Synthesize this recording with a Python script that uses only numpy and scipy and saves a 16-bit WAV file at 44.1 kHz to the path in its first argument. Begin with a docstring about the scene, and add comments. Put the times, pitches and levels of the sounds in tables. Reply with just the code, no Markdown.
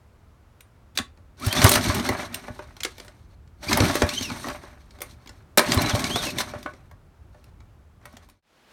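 """A small petrol engine on a steel cart is pulled over three times by its rope starter and does not catch.
Shaped noise makes shudder, housing rattle and rope scrape; damped sines make the piston's chuffs.
Pawls and valves clack as noise contacts ringing body modes; the rope reel squeals as a tone and octave.
A hand shifts the grip between pulls; the yard throws back a short wash.
Far traffic rumbles in filtered noise; at the end the yard fades out and the hush of a room fades in."""
import sys
import numpy as np
from scipy import signal
from scipy.fft import rfft, irfft, next_fast_len
from scipy.io import wavfile
from scipy.ndimage import uniform_filter1d, map_coordinates

SR = 44100
rng = np.random.default_rng(int(sys.argv[2]) if len(sys.argv) > 2 else 0)


def inscribe(sig):
    """Save sig as 16-bit PCM at rate SR to the path in sys.argv[1].

    A 1-D sig is mono; a 2-D sig holds one channel per row.
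    Samples are clipped to [-1, 1] before scaling.
    """
    pcm = np.round(np.clip(np.atleast_2d(sig).T, -1, 1) * 32767)
    wavfile.write(sys.argv[1], SR, pcm.astype(np.int16))


def voltage_ratio(decibels):
    """Convert decibels (scalar or array-like) to amplitude ratios, 20 dB per decade."""
    exponent = np.asarray(decibels, float) / 20
    return 10 ** exponent


N = 384552
TIME = np.arange(N) / SR


def unit(x):
    """Scaled to rms 1."""
    return x / np.sqrt(np.mean(x ** 2) + 1e-20)


def curves(rows):
    """One value per sample for each column after the time; -150 outside the rows."""
    s, *columns = np.transpose(rows)
    return [np.interp(TIME, s, column, left=-150, right=-150) for column in columns]


def wobble(rate_hz):
    """A smooth random curve, rate_hz knots a second."""
    knots = rng.standard_normal(int(N * rate_hz / SR) + 4)
    return map_coordinates(knots, [TIME * rate_hz])


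def coloured(x, spectrum):
    """x filtered through (Hz, dB) points on a log frequency axis; rms 1."""
    size = next_fast_len(N + 8192)
    hz, db = np.transpose(spectrum)
    bins_hz = np.fft.rfftfreq(size, 1 / SR)
    gain = voltage_ratio(np.interp(np.log(bins_hz + 1), np.log(hz + 1), db))
    return unit(irfft(rfft(x, size) * gain, size)[:N])


def noise(spectrum):
    """Steady noise of the given spectrum; rms 1."""
    return coloured(rng.standard_normal(N), spectrum)


def band(x, low_hz, high_hz):
    """A causal band-pass."""
    return signal.sosfilt(signal.butter(2, [low_hz, high_hz], "bandpass", fs=SR, output="sos"), x)


def grit(rate_hz, spread_db, life_s):
    """Noise roughened by random small contacts, each decaying with time constant life_s."""
    hits = (rng.random(N) < rate_hz / SR) * voltage_ratio(spread_db * rng.standard_normal(N))
    swell = signal.lfilter([1], [1, -np.exp(-1 / (life_s * SR))], hits)
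    return rng.standard_normal(N) * (1 + swell)


# each pull swells and runs down: (time [s], turning engine level [dB], running rope level [dB])
PULLS = [
    [(1.37, -70, -69), (1.416, -44.5, -52.5), (1.464, -36.5, -38), (1.53, -36.5, -40), (1.63, -26, -27),
     (1.72, -30, -22.5), (1.8, -29, -36), (1.98, -30, -39), (2.12, -33.5, -42), (2.26, -45, -51),
     (2.58, -53.5, -60.5), (2.8, -64, -66.5)],
    [(3.58, -70, -74), (3.64, -46.5, -45), (3.72, -29, -34.5), (3.76, -31, -42), (3.83, -23, -36.5),
     (3.94, -36, -38.5), (4.07, -34.5, -41.5), (4.16, -43.5, -33), (4.37, -40, -42), (4.48, -52, -49),
     (4.67, -52, -62), (4.85, -66.5, -71.5)],
    [(5.62, -38, -41), (5.65, -42.5, -45), (5.72, -27, -31), (5.77, -30, -41.5), (5.82, -29, -35.5),
     (6, -31.5, -37.5), (6.14, -37.5, -35), (6.23, -38, -37), (6.39, -39.5, -46.5), (6.53, -48, -54),
     (6.71, -56, -64), (6.95, -76, -83)],
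]
# cart, housing, rope guide and rope hiss spectra: (frequency [Hz], relative gain [dB])
SHUDDER = [(18, -54), (30, -14), (97, -0.5), (182, -4), (263, 0.5), (311, -5), (395, -8.5), (456, -19.5),
           (520, -31.5), (680, -55), (1140, -120)]
RATTLE = [(180, -19), (300, -14), (384, -9.5), (453, -31), (589, -1.5), (747, -5), (2000, -9),
          (3000, -19.5), (5000, -36), (16000, -75.5)]
SCRAPE = [(500, -47), (1200, -19), (2200, -4), (2720, -7.5), (4010, 1.5), (4970, -6.5), (6010, -4.5),
          (7500, -17.5), (9750, -40.5), (16500, -120)]
ROPE = [(3530, -34), (6000, -8), (7250, -11), (8570, 0.5), (10800, -9.5), (11700, -3.5), (16000, -21)]
LOUD_DB = -35  # pivot level of both growth laws
SHUDDER_OVER_DB, SHUDDER_DB_PER_DB = 0, 1.04  # shudder against rattle
HISS_UNDER_DB, HISS_DB_PER_DB = 6, 1.02  # rope hiss against scrape


def cranking():
    """The turning shaft shakes the cart, rattles the housing and scrapes the rope through its guide."""
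    rattle_db, scrape_db = np.max([curves(pull) for pull in PULLS] + [hand()], axis=0)
    shudder_db = LOUD_DB + SHUDDER_OVER_DB + SHUDDER_DB_PER_DB * (rattle_db - LOUD_DB)
    rope_db = LOUD_DB - HISS_UNDER_DB + HISS_DB_PER_DB * (scrape_db - LOUD_DB)
    jolt_db = 2.2 * wobble(30)  # shared by rattle, scrape and hiss

    shudder = voltage_ratio(shudder_db + 2.7 * wobble(25)) * noise(SHUDDER)
    rattle = coloured(grit(rate_hz=70, spread_db=5, life_s=0.007), RATTLE)
    rattle = rattle + voltage_ratio(-8) * pings(300, 2500, rate_hz=30)
    rough = grit(rate_hz=110, spread_db=3, life_s=0.01)
    scrape = coloured(rough, SCRAPE) + voltage_ratio(-9) * pings(2500, 7000, rate_hz=30)
    rope = coloured(rough, ROPE) + voltage_ratio(-13) * pings(7000, 15000, rate_hz=30)

    rattle = voltage_ratio(rattle_db + 1.6 * wobble(16)) * rattle
    scrape = voltage_ratio(scrape_db + 1.5 * wobble(22)) * scrape
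    return shudder + voltage_ratio(jolt_db) * (rattle + scrape + voltage_ratio(rope_db) * rope)


# short rubs as the hand shifts the grip or the rope snatches and slides:
# (start [s], end [s], housing level [dB], rope level [dB])
HAND = [(0.956, 0.969, -49, -49), (1.444, 1.468, -39, -34.5), (2.735, 3.126, -59.5, -62.5),
        (3.12, 3.349, -69, -70.5), (4.45, 4.524, -40.5, -46), (4.854, 5.43, -64, -68.5),
        (5.025, 5.15, -58.5, -56.5), (6.375, 6.419, -40.5, -35), (7.33, 7.503, -71, -73),
        (8.026, 8.399, -62.5, -71.5)]
HAND_EDGE_S = 0.012


def hand():
    """Housing and rope levels [dB] during the short rubs, with soft edges."""
    rubs = [voltage_ratio(np.array([[housing_db], [rope_db]])) * ((TIME > start) & (TIME < end))
            for start, end, housing_db, rope_db in HAND]
    soft = uniform_filter1d(np.max(rubs, axis=0), round(HAND_EDGE_S * SR), axis=1)
    return 20 * np.log10(np.abs(soft) + 1e-8)


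# compression strokes and bumps of the cart:
# (time [s], level before CHUFF_GAIN_DB [dB], overtone before OVERTONE_GAIN_DB [dB])
CHUFFS = [(.997, -39.5, 8.5), (1.467, -15, -20), (1.588, -22.5, -2), (1.642, -5, -14), (1.761, -21, -17),
          (1.891, -17, -7.5), (2.002, -37, 10), (2.1, -24, -6), (2.5, -31, -6.5), (3.695, -31, 4),
          (3.802, -13.5, -7.5), (3.9, -36, 10.5), (4.031, -15, -22), (4.209, -32, 1), (4.313, -33, 1.5),
          (4.452, -47.5, 10.5), (5.69, -35, 3.5), (5.767, -13.5, -18), (5.935, -16, -10), (6.039, -33, 1),
          (6.142, -25, -7), (6.265, -42.5, 5), (6.557, -33, -10), (6.656, -50.5, 13.5), (8.139, -53, 5)]
CHUFF_GAIN_DB, OVERTONE_GAIN_DB = 9.5, 7.0
CHUFF_RISE_S, CHUFF_T60_S = 0.0047, 0.068
OVERTONE_T60_S = 0.099  # on top of the chuff's own decay


def chuffs():
    """Each stroke is a soft push that rings the muffler for a few cycles."""
    out, t = np.zeros(N + SR), TIME[:SR // 4]
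    pitches = rng.normal(1, 0.086, (len(CHUFFS), 2))
    for (s, db, over_db), pitch in zip(CHUFFS, pitches):
        low = np.sin(2 * np.pi * 97 * pitch[0] * t)
        over = np.sin(2 * np.pi * 262 * pitch[1] * t) * voltage_ratio(-60 * t / OVERTONE_T60_S)
        muffler = low + voltage_ratio(over_db + OVERTONE_GAIN_DB) * over
        push = voltage_ratio(db + CHUFF_GAIN_DB - 60 * t / CHUFF_T60_S) * (1 - np.exp(-t / CHUFF_RISE_S))
        out[round(s * SR):][:len(t)] += push * muffler
    return out[:N]


# modes of housing, shroud and frame, also rung by clacks(): (frequency [Hz], level [dB], t60 [s])
BODY = [(393, 1, 0.071), (598.8, -0.5, 0.18), (798, -12.5, 0.18), (1107, -0.5, 0.19), (1220, -9.5, 0.052),
        (1490, -1.5, .14), (2175, -4, 0.11), (2310, 0.5, 0.1), (2880, -24.5, 0.017), (3678, -13.5, 0.12),
        (4346, -6, 0.046), (5600, -9, 0.053), (6185, -10, 0.036), (7470, -35.5, .05), (8370, -17, .06),
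        (8680, 2, 0.13), (9360, 6.5, 0.15), (10180, -2.5, .05), (11040, 2.5, 0.1), (12850, -7, 0.023),
        (13350, -1.5, .05)]


def pings(low_hz, high_hz, rate_hz):
    """Loose parts tap single modes of the body at random moments; rms 1."""
    out = np.zeros(N)
    for hz, db, t60_s in BODY:
        taps = (rng.random(N) < rate_hz / SR) * rng.standard_normal(N)
        pole = voltage_ratio(-60 / (t60_s * SR)) * np.exp(2j * np.pi * hz / SR)
        ring = signal.lfilter([1], [1, -pole], taps).imag
        out += (low_hz < hz < high_hz) * voltage_ratio(db) * ring
    return unit(out)


# pawls, valves, grip and fittings striking:
# (time [s], middle part's peak [dB], housing re middle [dB], sizzle re middle [dB])
CLACKS = [(.606, -38, -32, -1), (.953, -39, -34, -8), (.974, -9.5, -20.5, -10.5), (.986, -11, -8, -19),
          (1.173, -50.5, 0, -15), (1.398, -41, -9, 2.5), (1.464, -20.5, -11, 3.5), (1.526, -11, -10, -4),
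          (1.57, -21.5, -5.5, -14), (1.616, -7, -13.5, -16.5), (1.642, -4, -6, 1), (1.663, -7.5, 2, -7.5),
          (1.692, -8.5, -6, 7), (1.716, -8.5, -3.5, 2.5), (1.737, -12, -17, 0), (1.755, -8.5, -5.5, 0.5),
          (1.809, -20, -13, -30), (1.86, -17.5, -29, -16.5), (1.946, -17, -6, -1.5),
          (1.996, -17.5, -7, -13.5), (2.089, -14, 1, -6), (2.229, -32, 5.5, -20), (2.343, -16, -30, -2),
          (2.481, -42.5, 18, -14), (2.591, -40.5, 15, -11), (2.766, -33.5, -4, -10.5),
          (2.804, -23, -13, -24), (2.833, -14.5, -30, -5.5), (2.848, -15, -7.5, -20.5),
          (2.981, -31.5, -6, -7.5), (2.999, -31, -4, -17), (3.047, -44, 1, 2), (3.08, -34.5, -5, -32),
          (3.475, -50, -30, -29.5), (3.63, -36.5, 3, -7.5), (3.709, -20.5, 1.5, -10.5),
          (3.729, -6.5, -18, -13), (3.772, -12.5, 0.5, 1), (3.803, -9.5, -0.5, -23),
          (3.852, -18, -15.5, -8.5), (3.909, -23, -12, -11.5), (3.953, -13, 0, -6),
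          (4.019, -11.5, 4.5, -24), (4.09, -14, -42, -19.5), (4.209, -23.5, -2, -18),
          (4.3, -26.5, 3, -30.5), (4.442, -40.5, 17, -7), (4.468, -29, 8, -12), (4.484, -24, -2.5, -5),
          (4.499, -29, 0, -25), (4.636, -46, 14.5, -14), (4.907, -41, -21, -21), (4.986, -41, -2, -10),
          (5.005, -32.5, -0.5, -5.5), (5.017, -22.5, -3, 1), (5.259, -42.5, 2, -9.5), (5.273, -33, -7, -15),
          (5.292, -34, -4.5, -22), (5.574, -9.5, 5.5, 5.5), (5.581, 1.5, -17, -12), (5.592, -6, -0.5, -5),
          (5.719, -7, -19, -20.5), (5.743, -20.5, -24, 4.5), (5.774, -16.5, 3, -20), (5.817, -19.5, -21, 2),
          (5.86, -16.5, -30, -21.5), (5.895, -16, -18, -29), (5.949, -18, 1.5, -16.5),
          (5.993, -19, -4, -11), (6.041, -12.5, -30, -29.5), (6.1, -26, 3.5, -18.5),
          (6.158, -17.5, 5, -19.5), (6.268, -21, -4, -22), (6.384, -13, -9.5, -9), (6.403, -14.5, -2, -6.5),
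          (6.536, -41, 17.5, -16), (6.628, -33, -12, -5), (6.66, -37.5, 19.5, -15),
          (6.735, -43.5, 6, -18.5), (6.912, -47, 5.5, -5), (7.345, -53.5, 7, -19), (7.441, -45, -13, -4.5),
          (7.603, -49, 3, -29), (8.013, -57, 4, -22), (8.054, -36, 3.5, -1), (8.127, -54, 0, 5),
          (8.168, -33.5, -5, -11.5), (8.287, -44.5, 0.5, -0.5), (8.297, -40.5, -17, 0)]
# the body's ring, one row each for low, middle and high part: (level [dB])
RING_DB = [
    [-8.5],
    [-12.5],
    [-10.5],
]
CONTACT_S = 0.006
BLUR_T60_S = 0.072  # middle part; low 1.5 times, high 0.8 times as long


def clacks():
    """A chatter of contacts cracks and rings the body; three bands weigh differently each time."""
    out, t = np.zeros(N + SR), TIME[:SR // 6]
    hz, level_db, t60_s = np.transpose(BODY)[..., None]
    for s, db, housing_db, sizzle_db in CLACKS:
        u = t / CONTACT_S
        touch = u ** 0.48 * np.exp(-2.2 * u ** 2)  # pressure swells and lets go
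        chatter = rng.standard_normal(len(t)) * voltage_ratio(1.8 * rng.standard_normal(len(t))) * touch

        mode_gain = voltage_ratio(level_db + rng.normal(0, 3.5, hz.shape) - 60 * t / t60_s)
        mode_hz = hz * rng.normal(1, 0.01, hz.shape)
        ring = np.sum(mode_gain * np.sin(2 * np.pi * mode_hz * t), axis=0)
        ring = voltage_ratio(np.array(RING_DB)) * ring / np.linalg.norm(ring)

        # countless small panel modes blur into a dying noise, longest in the low part
        blur_db = -60 * t / BLUR_T60_S / [[1.5], [1], [0.8]] + [[-26], [-31], [-31]]
        blur = rng.standard_normal((3, len(t))) * voltage_ratio(blur_db)
        response = ring + blur + (t == 0)  # last term: the direct crack
        blows = signal.fftconvolve(chatter[None], response, axes=1)[:, :len(t)]

        low = band(band(blows[0], 180, 1900), 180, 1900)
        middle = band(blows[1], 1600, 6200)
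        high = band(blows[2], 4900, 14000)
        for part, part_db in ((low, housing_db), (middle, 0), (high, sizzle_db)):
            out[round(s * SR):][:len(t)] += voltage_ratio(db + part_db) * part / np.abs(part).max()
    return out[:N]


# reel squealing as the rope runs out or winds back:
# (time [s], pitch [Hz], level before flutter [dB], octave re tone before flutter [dB])
SQUEAL = [
    [(1.41, 988.5, -42, -8.5), (1.44, 1337, -34, -8.5), (1.465, 1500, -35, -4.5), (1.502, 1520, -48, 14.5),
     (1.574, 1760, -47.5, 22), (1.6, 1800, -49.5, 15)],
    [(3.655, 1904, -52, -2.5), (3.69, 2394, -23.5, 0), (3.7, 2533, -48, -14)],
    [(4.1, 2200, -27, -10), (4.135, 2820, -38, -5), (4.182, 3160, -22, 2), (4.205, 3234, -39, -3),
     (4.24, 2880, -34, 1), (4.33, 2135, -39, -12)],
    [(5.65, 2100, -38, -14.5), (5.71, 3598, -38, -19), (5.775, 3893, -47, -21), (5.79, 4020, -18, -23),
     (5.82, 4350, -45, -22), (5.845, 3880, -33, -20), (5.865, 4014, -21, -17), (5.885, 3980, -33, -20),
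     (5.93, 3122, -32, -21)],
    [(6.05, 2167, -26, -12), (6.085, 2522, -43, -12), (6.115, 3086, -28, -10), (6.16, 3480, -22, -10),
     (6.19, 3770, -24.5, -22), (6.24, 3060, -36, -14), (6.28, 2632, -27, -12), (6.3, 2500, -30, -10.5)],
]


def squeal():
    """A broken stick-slip tone and its octave, gliding and jittering in pitch."""
    out = np.zeros(N)
    for rows in SQUEAL:
        hz, db, octave_db = curves(rows)
        phase = 2 * np.pi * np.cumsum(hz * (1 + 0.022 * wobble(300))) / SR
        grip = voltage_ratio(3.5 * wobble(60) - 4)
        slip = voltage_ratio(4 * wobble(40) - 3)
        octave = voltage_ratio(octave_db) * slip * np.sin(2 * phase)
        out += voltage_ratio(db) * grip * (np.sin(phase) + octave)
    return out


def yard(x):
    """A garage door and the paving throw back a short wash that loses its treble first."""
    t = TIME[:SR // 3]
    dull = band(rng.standard_normal(len(t)), 180, 3000) * voltage_ratio(-60 * t / 0.22)
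    bright = band(rng.standard_normal(len(t)), 2800, 13000) * voltage_ratio(-60 * t / 0.17)
    tail = (dull + 0.91 * bright) * (t > 0.006)
    return signal.fftconvolve(x, tail / np.linalg.norm(tail))[:N]


# outdoor bed: (time [s], traffic level [dB], air level [dB])
YARD = [(0, -54, -61.5), (1.3, -51.5, -63), (3.4, -49, -63.5), (5.5, -50, -61), (7.2, -49.5, -62.5),
        (8.72, -55.5, -64.5)]
# road rumble and open air spectra: (frequency [Hz], relative gain [dB])
TRAFFIC = [(15, -45.5), (25, -2.5), (75, 4), (141, -7.5), (227, -18), (289, -19), (400, -20.5), (520, -49),
           (880, -120)]
AIR = [(120, -31.5), (200, -4), (289, -16), (328, -12), (491, -11.5), (1450, -16.5), (1620, -20),
       (3250, -28.5), (3970, -30), (16000, -40)]


def traffic():
    """Distant road rumble in lumps over a smooth wash of open air, both filtered noise."""
    traffic_db, air_db = curves(YARD)
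    rumble = voltage_ratio(traffic_db + 1.5 * wobble(13)) * noise(TRAFFIC)
    air = voltage_ratio(air_db + 0.4 * wobble(6.7)) * noise(AIR)
    return rumble + air


# room hush spectrum: (frequency [Hz], relative gain [dB])
HUSH = [(18, -33), (30, -4), (75, -9), (750, -11), (3200, -17.5), (16000, -37.5)]
# room fading in: (time [s], level [dB])
FADE_IN = [(8.425, -77.5), (8.48, -66), (8.56, -61.5), (8.67, -59.5), (8.72, -54)]


def room_hush():
    """The quiet of a room: filtered noise fading in at the end."""
    return voltage_ratio(curves(FADE_IN)[0]) * noise(HUSH)


# yard fading out: (time [s], linear gain [1])
FADE_OUT = [(8.22, 1), (8.415, 0.012)]


def scene():
    """The engine in the yard, fading into the room."""
    engine = cranking() + chuffs() + clacks() + squeal()
    outdoors = engine + voltage_ratio(-16.0) * yard(engine) + traffic()
    gain = np.clip(np.interp(TIME, *np.transpose(FADE_OUT)), 0, 1)
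    return (gain * outdoors + room_hush())[None]


def top_cut(x):
    """Nothing passes above the cut-off."""
    return signal.sosfilt(signal.butter(12, 16800, fs=SR, output="sos"), x)


def record(dry):
    """The microphone drops the deepest bass; the input saturates softly near full scale."""
    x = signal.sosfilt(signal.butter(2, 38, "highpass", fs=SR, output="sos"), dry)
    mix = x / (1 + np.abs(x) ** 6) ** (1 / 6)
    return top_cut(mix)


dry = scene()
out = record(dry)
inscribe(out)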